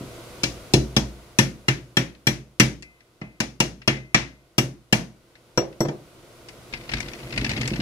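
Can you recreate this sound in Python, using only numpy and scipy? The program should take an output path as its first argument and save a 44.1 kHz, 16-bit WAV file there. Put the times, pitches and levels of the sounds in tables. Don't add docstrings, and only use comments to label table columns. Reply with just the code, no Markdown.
import sys
import numpy as np
from scipy import signal
from scipy.fft import rfft, irfft
from scipy.io import wavfile

SR = 44100
rng = np.random.default_rng(int(sys.argv[2]) if len(sys.argv) > 2 else 0)


def digitize_waveform(pressure):
    field = np.atleast_2d(pressure).T
    bounded = np.clip(field, -1, 1)
    quanta = np.round(bounded * 32767).astype(np.int16)
    wavfile.write(sys.argv[1], SR, quanta)


N = 344421
AGE = np.arange(int(.7 * SR)) / SR

# t/s, spot, clang/dB, thud/dB, brightness/dB, head ring/dB, favoured casing pitch f/Hz
HAMMER_BLOWS = [(.4335, "shaft", -30.5, -27, 4, -56, 2530), (.7365, "shaft", -30, -13, 10.5, -55, 4050),
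                (.9645, "shaft", -28, -17, 2.5, -40, 3300), (1.3865, "bearing", -19, -15, 3, -36, 1780),
                (1.682, "bearing", -21.5, -20, -5, -45, 1780),
                (1.969, "bearing", -21, -20.5, -3.5, -35.5, 3300),
                (2.269, "bearing", -21.5, -20, 0, -32.5, 2300),
                (2.5982, "bearing", -16.5, -14.5, 1, -31.5, 2320),
                (3.214, "drum", -45, -35, -30.5, -79, 2100), (3.402, "drum", -29, -26, 1, -55, 2500),
                (3.602, "drum", -24, -21.5, 2.5, -38, 2800), (3.8755, "drum", -22, -20.5, -5, -56, 2310),
                (4.1445, "drum", -17, -21, -13.5, -39, 2330), (4.5804, "gears", -25, -18.5, 6.5, -34, 2810),
                (4.9253, "gears", -21, -17.5, 2, -52, 2800)]
HAMMER_LANDINGS = [(5.575, "bench", -33, -18.5, -9.5, -32, 2800),
                   (5.805, "bench", -45.5, -19.5, 8, -37.5, 1360), (5.85, "bench", -51, -27, -8, -70, 1360),
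                   (5.884, "bench", -46, -29, -11, -63, 1360)]
STRUCK_SPOTS = {"shaft": (-6.5, .5, -2), "bearing": (-13, -8, -11), "drum": (-5.5, -4.5, -8),
                "gears": (-7, -7.5, -13), "bench": (-0.64, -1.06, -18)}
# t/s, level/dB
LOOSE_GEAR_RINGS = [(2.825, -48), (3.216, -48), (3.877, -33), (4.146, -38)]
# t/s, level/dB, sizzle/dB (added to the level)
TOOTH_CLICKS = [(2.149, -55, -28), (2.8238, -45.5, -2), (3.0058, -55.5, -25), (3.817, -46.5, -27.5),
                (3.9682, -46, -25), (5.3532, -51.5, -33), (5.7264, -55, -32), (6.4857, -43.5, -6),
                (6.7356, -30.5, -34), (6.8919, -32.5, -34), (6.9161, -35, -16), (6.9353, -25, -21),
                (7.003, -31.5, -6.5), (7.0828, -40, -12), (7.134, -41, -10), (7.3244, -35, -30),
                (7.376, -25, -16), (7.4444, -27.5, -18), (7.4929, -29.5, -10), (7.5136, -33.5, -14),
                (7.5639, -32, -32), (7.6125, -31.5, -9.5), (7.675, -33, 0.5), (7.8008, -31.5, -38)]
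# t/s, level/dB
CASING_BUMPS = [(.009, -35), (6.933, -35), (7.422, -28.5), (7.578, -33.5), (7.715, -26), (7.793, -26.5)]
# t/s, effort/dB
HAND_EFFORT = [(6.7, -8), (6.87, -23), (6.95, -3), (7.12, -17.5), (7.29, -14), (7.39, -1), (7.6, -1.5),
               (7.81, -6.5)]

# f/Hz, level/dB, t60/s
CASING_MODES = [(760, -12, .06), (890, -12, .06), (1360, -9, .05), (1780, 2, .07), (2060, -4, .09),
                (2320, 2, .07), (2560, -5, .06), (2805, -1.5, .06), (3310, -3, .06), (4060, -7, .04),
                (4550, -8, .04), (5045, -9, .04), (5370, -10, .04), (6950, -13, .04)]
# f/Hz, level/dB, t60/s
HEAD_MODES = [(5480, -16, .1), (5645, 0, .14), (5700, -5, .09), (7780, -14, .12), (11350, -15, .1),
              (13065, -14, .12), (14850, -24, .1)]
# f/Hz, level/dB, t60/s
GEAR_MODES = [(2062, 0, .48), (2300, -8, .3), (2570, -5, .42)]
# f/Hz, level/dB, t60/s
BENCH_MODES = [(135.2, 0.5, 0.12), (169.4, 1.5, 0.071), (210.9, 7, 0.053), (252.3, -4, 0.1), (279, -4, 0.1),
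               (307.7, -3, 0.091), (342.4, -6.5, 0.11), (382.6, -10.5, 0.08), (452.5, -12.5, 0.066),
               (531.8, -17, 0.14), (623.3, -22, 0.2)]
# f/Hz, level/dB, t60/s
BENCH_TOP_MODES = [(147, 8, 0.07), (199, 14.5, 0.033), (298, 2, 0.093), (337, 8.5, 0.078),
                   (398.6, -5.5, 0.21), (499, 10.5, 0.033), (543, 1, 0.042), (610, 2, 0.069)]
# f/Hz, level/dB, t60/s
SWAY_MODES = [(44.6, -3.5, 0.18), (58.5, -3, 0.55)]

# f/Hz, level/dB
METAL_SPECTRUM = [(150, -18.5), (400, 3), (700, 12), (1100, 6), (1900, 8), (3000, -1), (4500, -6),
                  (6300, -6), (8000, -18), (11000, -22), (15000, -37.5)]
# f/Hz, level/dB
TEETH_SPECTRUM = [(530, -10), (900, -8), (989, -15), (1600, 2), (1850, 5.5), (2850, 2), (3030, -2.5),
                  (4900, -1), (8430, -24.5), (11200, -40), (15000, -53)]
# f/Hz, level/dB
RUMBLE_SPECTRUM = [(18, -26), (30, -19), (54, 4), (86, -11.5), (130, 4.5), (183, -10.5), (220, -1.5),
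                   (366, -10.5), (407, -14), (538, -24), (1200, -29), (1560, -41), (2640, -120)]
# f/Hz, level/dB
MURMUR_SPECTRUM = [(15, -27), (25, 1), (115, -1.5), (297, -3.5), (350, 6.5), (391, -2), (703, -3.5),
                   (814, -14), (943, -9.5), (1360, -16.5), (1760, -25.5), (2000, -26), (2600, -70.5),
                   (4400, -120)]
# f/Hz, level/dB
HISS_SPECTRUM = [(880, -3), (1500, 1.5), (1750, -9), (1900, -2), (4310, -5.5), (8460, -11.5), (9890, -10),
                 (15500, -19)]
# f/Hz, level/dB (compared with the murmur)
HUM_TONES = [(119, -5), (345, -14), (495, -9.5), (9991, -26)]
# f/Hz, left minus right/dB
STEREO_BALANCE = [(200, -0.5), (800, -3), (1400, -2), (2400, 5), (5500, 11.5), (7500, 0), (9500, -6),
                  (15000, 4.5)]

ROOM_T60_S, BASS_T60_S = 0.28, 0.39
RUB_DB, RUMBLE_DB = -40, -29.5


def hammer():
    metal, wood = np.zeros((2, N)), np.zeros((2, N))
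    gear_train = burst(0.043)
    for hits, body, lag_s in ((HAMMER_BLOWS, BENCH_MODES, .0028), (HAMMER_LANDINGS, BENCH_TOP_MODES, .0006)):
        for s, spot, db, thud_db, *tone in hits:
            *_, sway_db = STRUCK_SPOTS[spot]
            add(metal, s, clang(gear_train, spot, db, thud_db, *tone))
            add(wood, s, thud(body, thud_db, lag_s) + sway(thud_db + sway_db))
    for s, db in LOOSE_GEAR_RINGS:
        add(metal, s, attack_level(ring(GEAR_MODES, scatter_db=1, detune=.001), db))
    return at_microphone(metal) + wood


def clang(gear_train, spot, db, thud_db, bright_db, head_db, favoured_hz):
    dense = gear_train + undb(-11) * burst(0.02) + undb(18.5) * burst(0.04, channels=2)
    dense = attack_level(colour(dense, METAL_SPECTRUM), 0)
    casing = casing_ring(favoured_hz)
    metal = attack_level(convolve(dense + undb(-1) * casing, chatter(spread_s=.0052)), 0)
    echo = attack_level(colour(afterglow(ROOM_T60_S, wet_db=0, build_s=0.0064), METAL_SPECTRUM), -11)
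    echo += attack_level(convolve(afterglow(0.18, wet_db=0, build_s=0.0021), casing), -15)
    knock_db, tick_db, _ = STRUCK_SPOTS[spot]
    band_dbs = [knock_db + .7 * (thud_db - db), 3.2, tick_db + 6 + .4 * bright_db, bright_db - 13]
    strike = sum(attack_level(band, db + band_db) for band, band_db in zip(bands(metal + echo), band_dbs))
    head = ring(HEAD_MODES, scatter_db=1.5, detune=.001)
    head = colour(head, [(6000, 0.008), (12000, .6 * bright_db - 3.5)])
    return strike + attack_level(head, head_db + 6.5)


def casing_ring(favoured_hz, boost_db=7, width_octaves=.1):
    modes = [(hz, db + boost_db * np.exp(-(np.log2(hz / favoured_hz) / width_octaves) ** 2), t60)
             for hz, db, t60 in CASING_MODES]
    return attack_level(ring(modes, scatter_db=2.5, detune=0.0074), 0)


def chatter(spread_s, count=6):
    contacts = np.zeros(len(AGE))
    contacts[0] = 1
    late, strength = rng.random((count, 2)).T
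    times = (np.arange(count) + late) / count * spread_s
    contacts[(times * SR).astype(int)] += .5 + strength
    return contacts


def thud(modes, db, lag_s):
    body = delay(ring(modes, scatter_db=2, detune=0.017) * rise(0.003), lag_s)
    body = colour(body, [(40, -23.5), (85, -11), (125, 1)])
    in_room = room(body, BASS_T60_S, wet_db=-3.5, build_s=0.0091)
    middle = in_room.mean(axis=0)
    sides = colour(in_room - middle, [(60, -20.5), (150, -12.5), (400, -9.5)])
    return attack_level(middle + sides, db)


def sway(db):
    return undb(db) * ring(SWAY_MODES, scatter_db=1, detune=.01) * rise(.025)


def gear_clicks():
    metal, wood = np.zeros((2, N)), np.zeros((2, N))
    for s, db in CASING_BUMPS:
        add(wood, s, thud(BENCH_MODES, db, lag_s=0.00034))
    for s, db, sizzle_db in TOOTH_CLICKS + rattle():
        tooth = burst(0.0076) + undb(-1) * burst(0.033, channels=2)
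        contact = attack_level(convolve(tooth, chatter(spread_s=0.005, count=2)), 0)
        click = colour(contact + afterglow(0.14, wet_db=-1.5, build_s=0.0095), TEETH_SPECTRUM)
        knock, body, tick, sizzle = bands(click)
        add(metal, s, attack_level(knock, db - 11) + attack_level(body + tick, db - 2))
        add(metal, s, attack_level(sizzle, db + sizzle_db - 3))
        clink = ring(GEAR_MODES, scatter_db=3, detune=.03) * fade(.18)
        add(metal, s, attack_level(clink, db - 8))
    return at_microphone(metal) + wood


def rattle(clicks_per_s=36):
    s, effort_db = np.transpose(HAND_EFFORT)
    count = int((s[-1] - s[0]) * clicks_per_s)
    late, strength = rng.random((count, 2)).T
    times = s[0] + (np.arange(count) + late) / clicks_per_s
    levels_db = RUB_DB + 7 + np.interp(times, s, effort_db) + 2 * strength
    return [(t, db, -20) for t, db in zip(times, levels_db)]


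def turning_gears(grains_per_s=1200):
    s, efforts_db = np.transpose(HAND_EFFORT)
    effort_db = np.interp(np.arange(N) / SR, s, efforts_db)
    touch = ramp(s[0], s[0] + 0.097)
    grain_starts = rng.random(N) < grains_per_s / SR
    grain_db = 3 * np.minimum(rng.exponential(size=N), 4)
    grains = grain_starts * undb(grain_db) * rng.standard_normal(N)
    singing = convolve(grains, ring(GEAR_MODES, scatter_db=2, detune=.004) * fade(.25))
    rub = level(colour(grains, TEETH_SPECTRUM), 0) + level(singing, -2)
    rub = at_microphone(level(room(rub, ROOM_T60_S, wet_db=-18, build_s=0.0044), RUB_DB))
    rumble = level(colour(stereo_noise(shared=1, separate=0.068), RUMBLE_SPECTRUM), RUMBLE_DB)
    return touch * (rub * undb(.9 * effort_db) + rumble * undb(effort_db))


def background():
    dip = ramp(start_s=0.51, end_s=2.41) - ramp(start_s=4.99, end_s=7.2)
    murmur = level(colour(stereo_noise(shared=1, separate=0.28), MURMUR_SPECTRUM), 0)
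    hum = sum(undb(db) * np.sin(2 * np.pi * hz * np.arange(N) / SR) for hz, db in HUM_TONES)
    hiss = level(colour(stereo_noise(shared=0.39, separate=1), HISS_SPECTRUM), 0)
    return (murmur + hum) * undb(-45 - 18.5 * dip) + hiss * undb(-48 - 17.5 * dip)


def room(x, t60, wet_db, build_s):
    tail = afterglow(t60, 0, build_s)
    return x + undb(wet_db) * convolve(x, tail / np.sqrt(np.sum(tail ** 2) / 2))


def afterglow(t60, wet_db, build_s):
    return undb(wet_db) * burst(t60, channels=2) * rise(build_s)


def at_microphone(x, lag_s=.00015):
    knock, *upper_bands = bands(x)
    treble = sum(upper_bands)
    left, right = knock + np.array([treble[0], np.roll(treble[1], int(lag_s * SR))])
    return np.vstack([colour(channel, [(hz, side * db / 2) for hz, db in STEREO_BALANCE])
                      for channel, side in ((left, 1), (right, -1))])


def ring(modes, scatter_db, detune):
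    chance = rng.standard_normal((len(modes), 2))
    return sum(undb(db + scatter_db * a) * fade(t60) * np.sin(2 * np.pi * hz * (1 + detune * b) * AGE)
               for (hz, db, t60), (a, b) in zip(modes, chance))


def burst(t60, channels=1):
    return rng.standard_normal((channels, len(AGE))) * fade(t60)


def stereo_noise(shared, separate):
    return shared * rng.standard_normal(N) + separate * rng.standard_normal((2, N))


def fade(t60):
    return np.exp(-np.log(1000) * AGE / t60)


def rise(build_s):
    return 1 - np.exp(-AGE / build_s)


def ramp(start_s, end_s):
    return np.clip((np.arange(N) / SR - start_s) / (end_s - start_s), 0, 1)


def delay(x, s):
    return np.interp(AGE - s, AGE, x, left=0)


def bands(x, edges_hz=(1300, 4000, 8000)):
    parts = []
    for hz in edges_hz:
        low, high = (signal.butter(2, hz, kind, fs=SR, output="sos") for kind in ("low", "high"))
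        parts.append(signal.sosfilt(np.vstack([low, low]), x))
        x = signal.sosfilt(np.vstack([high, high]), x)
    return parts + [x]


def colour(x, points, size=4096):
    hz, db = np.transpose(points)
    grid = np.log(np.arange(size // 2 + 1) * SR / size + 1)
    cepstrum = irfft(np.log(undb(np.interp(grid, np.log(hz), db))))
    cepstrum[1:size // 2] *= 2
    cepstrum[size // 2 + 1:] = 0
    return convolve(x, irfft(np.exp(rfft(cepstrum))))


def convolve(x, response):
    return signal.fftconvolve(np.atleast_2d(x), np.atleast_2d(response), axes=-1)[:, :x.shape[-1]]


def undb(db):
    return 10 ** (np.asarray(db) / 20)


def level(x, db):
    return x * undb(db) / np.sqrt(np.mean(x ** 2))


def attack_level(x, db):
    return x * undb(db) / np.sqrt(np.mean(x[..., :SR // 40] ** 2))


def add(out, s, x):
    start = max(int(s * SR), 0)
    out[:, start:start + x.shape[-1]] += x[..., :max(N - start, 0)]


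def scene():
    return hammer() + gear_clicks() + turning_gears() + background()


def record(dry, top_hz=15500):
    rounded = 1.54 * np.tanh(dry / 1.33)
    return signal.sosfilt(signal.ellip(8, .2, 80, top_hz, fs=SR, output="sos"), rounded)


dry = scene()
out = record(dry)
digitize_waveform(out)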